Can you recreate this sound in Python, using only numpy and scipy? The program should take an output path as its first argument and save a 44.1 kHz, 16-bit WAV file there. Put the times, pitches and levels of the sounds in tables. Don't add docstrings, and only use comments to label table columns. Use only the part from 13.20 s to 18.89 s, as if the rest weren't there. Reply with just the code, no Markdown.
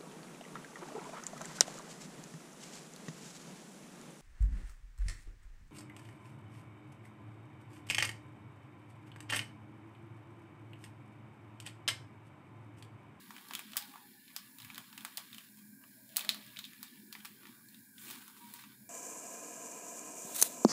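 import sys
import numpy as np
from scipy import signal
from scipy.io import wavfile
from scipy.ndimage import uniform_filter1d

SR = 44100
rng = np.random.default_rng(int(sys.argv[2]) if len(sys.argv) > 2 else 0)


def unload_wav(signal):
    wavfile.write(
        sys.argv[1],
        SR,
        np.round(np.clip(np.atleast_2d(signal).T, -1, 1) * 32767).astype(np.int16),
    )


N = 250973

# start in seconds, level in dB, pitch of the hollow in Hz,
# body and top weights in dB, decay time in ms.
CREASE_SNAPS = [(0.106, -37, 970, -18, -24, 1.4), (0.164, -38.5, 1760, -20.5, -21.5, 1.8),
                (0.181, -38.5, 1020, -36, -32, 2), (0.285, -38, 4140, -29, -8, 1.3),
                (0.309, -29, 990, -19, -28.5, 0.99), (0.335, -23, 2760, -18, -14, 1.66),
                (0.351, -16, 3220, -25.5, -18, 1.16), (0.392, -29, 2420, -16.5, -13, 1.33),
                (0.519, -41, 4490, -20, -12, 1.3), (0.533, -37, 3230, -19, -24, 1.3),
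                (0.558, -31.5, 2030, -1, -11, 1.4), (0.568, -7.5, 4860, -21, -2.5, 2.2),
                (0.575, -20, 3360, -20, -15.5, 1.4), (0.623, -32, 3870, -31, -14, 1.1),
                (0.738, -43.5, 1130, -9, -22, 0.95), (0.757, -39.5, 970, -9, -27, 0.82),
                (0.777, -48, 961, -11, -19, 1.7), (1.079, -45, 4050, -31, -23, 1.3),
                (1.102, -46.5, 2180, -13, -18, 1.6), (1.163, -16, 5130, -23.5, -12, 1.8),
                (1.385, -37, 3890, -18, -10, 0.85), (1.401, -36, 4800, -23, -17, 2.5),
                (1.419, -40.5, 3920, -28, -17, 1.3), (1.429, -41, 3280, -27, -21, 1.3),
                (1.447, -35.5, 2710, -18, -13, 1.9), (1.501, -35, 2420, -18, -27, 1.15),
                (1.545, -36.5, 1720, -27, -21, 1.5), (1.557, -36.5, 2440, -22, -26, 0.97),
                (1.579, -23.5, 3220, -13.5, -11.5, 1.6), (1.728, -41, 1630, -19, -16, 1.4),
                (1.777, -32, 2730, -19, -18, 2), (1.807, -38.5, 3280, -30, -16, 1.7),
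                (1.849, -20.5, 1510, -17, -14.5, 1.5), (1.972, -19, 4730, -36, -7, 1.85),
                (1.979, -23, 3360, -9, -11, 1.2), (2.129, -33.5, 3680, -22.5, -17, 1.27),
                (2.145, -36, 2900, -23, -15, 2.1), (2.182, -30, 2780, -20.5, -17.5, 1.85),
                (2.372, -40.5, 2530, -49, -12, 1.15), (2.638, -46, 1680, -9, -35, 1.5),
                (2.891, -39, 2480, -42, -11.5, 1.6), (2.961, -27, 3420, -27, -16, 1.3),
                (2.965, -41, 4020, -8, -17, 1.3), (2.968, -3.5, 4300, -27, -1, 1.03),
                (2.981, -32, 4370, 0, -15, 1.9), (2.993, -18, 2530, -30, -11, 0.94),
                (3.008, -31.5, 3720, -40, -28, 1.6), (3.039, -39, 1090, -18, -18, 1.3),
                (3.048, -26.5, 4120, -19, -16, 1.13), (3.056, -48, 1110, -14, 8, 1.7),
                (3.091, -10, 4100, -34.5, -23, 1.42), (3.145, -23.5, 4500, -13, -12, 1.7),
                (3.264, -40.5, 2020, -33, -6, 1.7), (3.302, -53, 3670, -30, -20, 1.5),
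                (3.362, -43, 2440, -30, -28, 1.3), (3.369, -34.5, 3740, -38, -33, 1.7),
                (3.389, -32, 3920, -25.5, -21.5, 1.8), (3.441, -32.5, 3660, -38, -28, 1.5),
                (3.451, -30.5, 3760, -31.5, -20, 1.2), (3.533, -39.5, 2000, -19, -16, 1.4),
                (3.629, -21.5, 4640, -16.5, -5.5, 1.68), (3.926, -31.5, 4740, -27, -16, 2.5),
                (3.951, -35.5, 1980, -18.5, -30, 1.9), (4.003, -42.5, 3170, -19, -24, 1.5),
                (4.048, -34, 4630, -17, -16.5, 2.1), (4.054, -26, 2550, -18, -11, 1.2),
                (4.232, -46.5, 1730, -22, -28, 1.1), (4.254, -43, 1770, -20, -32, 0.94),
                (4.269, -41.5, 1730, -28, -27, 1.6), (4.486, -43, 4260, -16, -6.5, 1.3),
                (4.544, -43.5, 3800, -24, -19, 1.5), (4.78, -44, 3650, -26, -20, 2.4),
                (4.901, -34, 960, -15, -10, 2.8), (4.909, -25, 3730, -24, -6, 3.1),
                (4.957, -40, 2430, -13, -11, 1.5), (5.079, -36.5, 1260, -18.5, -13, 1.9),
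                (5.166, -44, 1010, -13, -22.5, 1.1), (5.338, -31.5, 4470, -13, -1, 1.3),
                (5.391, -42.5, 2060, -21.5, -36, 1.6), (5.438, -43.5, 2720, -8.5, -21, 1.1)]
SNAP_BANDS_HZ = [1027, 3120, 13200]
# frequency in Hz, relative level in dB.
FILM_COLOUR = [(350, -28.5), (520, -26), (700, -12.5), (1000, -5), (1500, -5), (2100, -1.5), (4100, -2.5),
               (5700, -7), (9000, 0), (12000, -2.5), (15000, 2.5)]
# time in seconds, rustle level, body and treble gains in dB.
HANDLING = [(0, -66.5, 3.5, -9), (.25, -69, 10, -9), (.45, -63.5, -0.5, -12), (.78, -71.5, 6.5, -7.5),
            (1.0, -69, -3, -21), (1.35, -74.5, 5, -2), (1.45, -69.5, 3.5, -11), (1.9, -70, 7.5, -8.5),
            (2.2, -67, -3, -9.5), (2.6, -83.5, 15, 0), (2.7, -71.5, -8, -8), (2.85, -74, 4, -5),
            (2.95, -68, 2, -8), (3.2, -64, -1.5, -12), (3.6, -70.5, -2, -9), (3.76, -67, -1, -8),
            (3.9, -76.5, -10, -3), (4.27, -69, 6, -12), (4.42, -75.5, 8.5, -4), (4.55, -71, -7.5, -7),
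            (4.76, -82, 0, 5.5), (4.79, -68, 4, 1.5), (4.87, -58.5, -0.5, -1.5), (4.91, -55.5, -5.5, -6.5),
            (4.96, -62.5, 5, -3.5), (5.14, -72.5, 5.5, -6), (5.18, -69.5, 6.5, -2.5), (5.4, -62.5, -1, -5),
            (5.52, -70, 3, -11), (5.69, -79, -4, 2)]
# start and end in seconds, pitch in Hz, level before the fade in dB.
FAR_TONES = [(.6, 0.975, 824.5, -54.5), (0.767, 0.866, 980, -63), (5.205, 5.44, 954, -58)]
# frequency in Hz, seconds to fall by 60 dB.
KITCHEN_DECAY = [(600, 0.29), (1580, 0.16), (4180, 0.21), (11000, 0.14)]
# delay in seconds, gain in dB.
NEAR_ECHOES = [(.0012, -26), (.0045, -24), (.0068, -13.5)]
# centre in Hz, width in Hz, level in dB.
HUM_BANDS = [(122, 24, -79), (208.2, 6.3, -69.5), (246, 11, -72), (267.4, 49, -68)]
# centre in Hz, width in Hz, level in dB.
HISS_BANDS = [(965, 140, -79), (2357, 98, -76.5), (11060, 270, -72)]
# centre in Hz, width in Hz.
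SWELL_BANDS = [(122, 26), (340, 126), (640, 89)]
# time in seconds, then the level in dB of each of the three bands.
SWELL_LEVELS = [(0, -79, -72.5, -100), (.35, -95, -69.5, -120), (.55, -69, -75, -70),
                (.9, -93, -71.5, -102), (1.3, -100, -79, -77.5), (1.47, -56.5, -78, -98),
                (1.7, -84, -75.5, -100), (2.4, -78, -75.5, -83.5), (2.9, -70, -86, -74.5),
                (3.05, -84, -65.5, -61.5), (3.3, -68.5, -78, -78.5), (3.75, -88, -72, -89),
                (4.27, -72.5, -69.5, -82), (4.74, -76, -82, -86.5), (4.86, -67, -66, -95),
                (5.1, -82, -72.5, -100), (5.69, -67, -74.5, -81)]
# frequency in Hz, relative level in dB.
RUMBLE_COLOUR = [(24, -68.5), (40, -37), (70, -61.5), (113, -15), (177, -10), (207, 1), (388, -24.5),
                 (430, -27), (877, -19), (1300, -69), (1690, -73), (2860, -120)]
# frequency in Hz, relative level in dB.
HISS_COLOUR = [(760, -65), (1300, -40.5), (1430, 0.5), (1700, -2), (1910, -22.5), (2350, -11),
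               (2840, -36.5), (2960, -27), (4970, -16), (5350, -11.5), (6120, -25), (6930, -8.5),
               (7530, -13.5), (11000, -8), (15600, -3.5)]
# frequency in Hz, deepest cut in dB (no cut below zero).
SUPPRESSOR_DEPTH = [(400, 4.5), (700, 20), (950, 6.5), (1250, 18), (1700, 1.5), (2100, 1.5), (2800, 10.5),
                    (3600, 6.5), (4500, -5.5), (6000, 0), (9000, 1)]

SNAP_MIDDLE_DB, BUCKLE_S = -17.5, .0009
STEP_DB, STEP_SHARE = 17, .4
TICKS_PER_S = 2200
SETTLE_DB, SETTLE_SHARE, SETTLE_RISE_S, SETTLE_T60_S = -52.5, 0.46, 0.0042, 0.6
FLUTTER_HZ, FLUTTER_DEPTH = 9, .5
HUM_CORE_HZ, HUM_CORE_DB = 210.7, -68
WHINE_HZ, WHINE_DRIFT_HZ, WHINE_WIDTH_HZ, WHINE_DB = 1651, 45.48, 92, -72
RUMBLE_DB, HISS_DB = -64, -58.5
HIGH_CUT_HZ = 15650


def crease_snaps():
    direct, room_send = np.zeros((2, N))
    hz, t = np.fft.rfftfreq(1024, 1 / SR), np.arange(512) / SR
    shivers = rng.standard_normal((len(CREASE_SNAPS), 512))
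    for (start, db, hollow_hz, body_db, top_db, decay_ms), shiver in zip(CREASE_SNAPS, shivers):
        band_db = np.array([body_db, SNAP_MIDDLE_DB, top_db]) - 10 * np.log10(SNAP_BANDS_HZ)
        colour_db = at_hz([(400, body_db - 41.5), *zip(SNAP_BANDS_HZ, band_db)], hz)
        hollow_db = 9.3 / (1 + ((hz - hollow_hz) / (0.11 * hollow_hz)) ** 2)
        film = impulse_response(colour_db + hollow_db + 0.5 * at_hz(FILM_COLOUR, hz))[:512]
        burst = shiver * np.minimum(t / BUCKLE_S, 1) ** 2 * np.exp(-1000 * t / decay_ms)
        burst[round(BUCKLE_S * SR)] += gain_of(STEP_DB + STEP_SHARE * db)
        snap = np.convolve(burst, film)
        snap *= gain_of(db + 1.0) / abs(snap).max()
        add(direct, start, snap)
        add(room_send, start, film * np.linalg.norm(snap) / np.linalg.norm(film))
    return direct, room_send


def rustle():
    db, body_db, treble_db = automation(HANDLING)
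    sizes = gain_of(2.0 * np.minimum(rng.exponential(1, N), 4))
    ticks = sizes * (rng.random(N) < TICKS_PER_S / SR)
    shiver = signal.lfilter([1], [1, -np.exp(-1 / (0.00055 * SR))], ticks)
    crackle = unit_rms((shiver + 0.28) * rng.standard_normal(N))
    film = impulse_response(at_hz(FILM_COLOUR, np.fft.rfftfreq(1024, 1 / SR)))[:512]
    crinkle = signal.oaconvolve(crackle, film)[:N]
    crossovers = [signal.butter(4, hz, fs=SR, output="sos") for hz in (1500, 5600)]
    body, below_top = (signal.sosfiltfilt(lowpass, crinkle) for lowpass in crossovers)
    middle, top = below_top - body, crinkle - below_top
    level = np.sqrt(gain_of(db) ** 2 + settling_power())
    return level * (gain_of(body_db) * body + middle + gain_of(treble_db) * top) / middle.std()


def settling_power():
    kicks, t = np.zeros(N), np.arange(SR // 2) / SR
    for start, db, *_ in CREASE_SNAPS:
        add(kicks, start, gain_of([SETTLE_DB + SETTLE_SHARE * db]) ** 2)
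    envelope = (1 - np.exp(-t / SETTLE_RISE_S)) * gain_of(-60 * t / SETTLE_T60_S)
    return abs(signal.oaconvolve(kicks, envelope ** 2)[:N])


def far_tones():
    tones = np.zeros(N)
    for start, end, hz, db in FAR_TONES:
        t = np.arange(0, end - start, 1 / SR)
        fade = np.minimum(t / 0.0053, 1) * gain_of(-14.0 * t / t[-1])
        flutter = 1 + FLUTTER_DEPTH * np.cos(2 * np.pi * FLUTTER_HZ * (t - .05))
        add(tones, start, gain_of(db) * fade * flutter * np.sin(2 * np.pi * hz * t))
    return tones


def kitchen_reverb(send, wet_db):
    taps = np.zeros(SR // 2)
    arrivals = np.arange(100, SR // 2 - 10, 10) + rng.integers(0, 10, (SR // 2 - 101) // 10)
    taps[arrivals] = rng.choice([-1., 1.], arrivals.shape)
    hz, t, spectra = signal.stft(taps, SR, nperseg=128)
    late = gain_of(-60 * t / at_hz(KITCHEN_DECAY, hz)[:, None])
    early = 2.74 * gain_of(-60 * t / 0.022) / (1 + (hz[:, None] / 7000) ** 2)
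    tail = signal.istft(spectra * (late + early), SR, nperseg=128)[1]
    tail *= gain_of(wet_db) / np.linalg.norm(tail)
    for delay, db in NEAR_ECHOES:
        tail[round(delay * SR)] += gain_of(db)
    return signal.fftconvolve(send, tail)[:N]


def room_tone():
    bands = sum(gain_of(db) * band_noise(hz, width) for hz, width, db in HISS_BANDS + HUM_BANDS)
    swells = sum(gain_of(db) * band_noise(hz, width)
                 for db, (hz, width) in zip(automation(SWELL_LEVELS), SWELL_BANDS))
    whine = gain_of(WHINE_DB) * band_noise(WHINE_HZ + WHINE_DRIFT_HZ * drift(2), WHINE_WIDTH_HZ)
    rumble = gain_of(RUMBLE_DB) * patchy_noise(RUMBLE_COLOUR, patchy_db=.8)
    hiss = gain_of(HISS_DB) * patchy_noise(HISS_COLOUR, patchy_db=.8)
    hum_core = gain_of(HUM_CORE_DB) * unit_rms(np.sin(2 * np.pi * HUM_CORE_HZ * np.arange(N) / SR))
    return hum_core + rumble + hiss + bands + swells + whine


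def band_noise(hz, width_hz):
    pole = np.exp(-np.pi * width_hz / SR)
    noise = rng.standard_normal((N, 2)) @ [1, 1j]
    waver = signal.lfilter([1], np.convolve([1, -pole], [1, -pole]), noise)
    carrier = np.exp(2j * np.pi * np.cumsum(hz * np.ones(N)) / SR)
    return unit_rms((waver * carrier).real)


def patchy_noise(colour, patchy_db):
    frames, hz = N // 512 + 5, np.fft.rfftfreq(2048, 1 / SR)
    real, imag, patches = rng.standard_normal((frames, 1025, 3)).T
    patches = unit_rms(uniform_filter1d(uniform_filter1d(patches, size=30, axis=0), size=8, axis=1))
    spectra = (real + 1j * imag) * gain_of(at_hz(colour, hz)[:, None] + patchy_db * patches)
    return unit_rms(signal.istft(spectra, nperseg=2048, noverlap=1536)[1][:N])


def drift(fastest_hz):
    t, phase = np.arange(N // 64 + 2) * 64 / SR, rng.random((24, 1))
    hz = np.geomspace(.2, fastest_hz, num=24)[:, None]
    waves = np.sin(2 * np.pi * (hz * t + phase)) / np.sqrt(hz)
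    return np.interp(np.arange(N) / SR, t, unit_rms(waves.sum(axis=0)))


def impulse_response(db):
    log_gain = np.log(gain_of(np.maximum(db, -100)))
    mirrored = np.concatenate([log_gain, log_gain[-2:0:-1]])
    return np.fft.ifft(np.exp(np.conj(signal.hilbert(mirrored)))).real


def automation(rows):
    times, *columns = np.transpose(rows)
    return [np.interp(np.arange(N) / SR, times, column) for column in columns]


def at_hz(points, hz):
    point_hz, values = np.transpose(points)
    return np.interp(np.log(hz + 1), np.log(point_hz + 1), values)


def add(mix, start_s, sound):
    part = mix[round(start_s * SR):][:len(sound)]
    part += sound[:len(part)]


def gain_of(db):
    return 10 ** (np.asarray(db) / 20)


def unit_rms(x):
    return x / np.sqrt(np.mean(x ** 2) + 1e-20)


def scene():
    snaps, snap_send = crease_snaps()
    soft_layers = rustle() + far_tones()
    reverb = kitchen_reverb(snap_send + soft_layers, wet_db=-4.5)
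    return (snaps + soft_layers + reverb + room_tone())[None]


def record(dry):
    hz, _, spectra = signal.stft(dry[0], SR, nperseg=1024, noverlap=768)
    power = uniform_filter1d(uniform_filter1d(abs(spectra) ** 2, size=5, axis=0), size=11, axis=1)
    over_floor_db = 10 * np.log10(power / np.percentile(power, 12, axis=1)[:, None])
    ducking = uniform_filter1d(np.clip(1.5 - over_floor_db / 2.82, 0, 1), size=5, axis=1)
    cut_db = np.maximum(at_hz(SUPPRESSOR_DEPTH, hz), 0)[:, None] * ducking
    clean = signal.istft(spectra / gain_of(cut_db), SR, nperseg=1024, noverlap=768)[1][None, :N]
    high_cut = signal.firwin(1023, HIGH_CUT_HZ, window=("kaiser", 9), fs=SR)
    return signal.oaconvolve(clean, high_cut[None], "same")


dry = scene()
out = record(dry)
unload_wav(out)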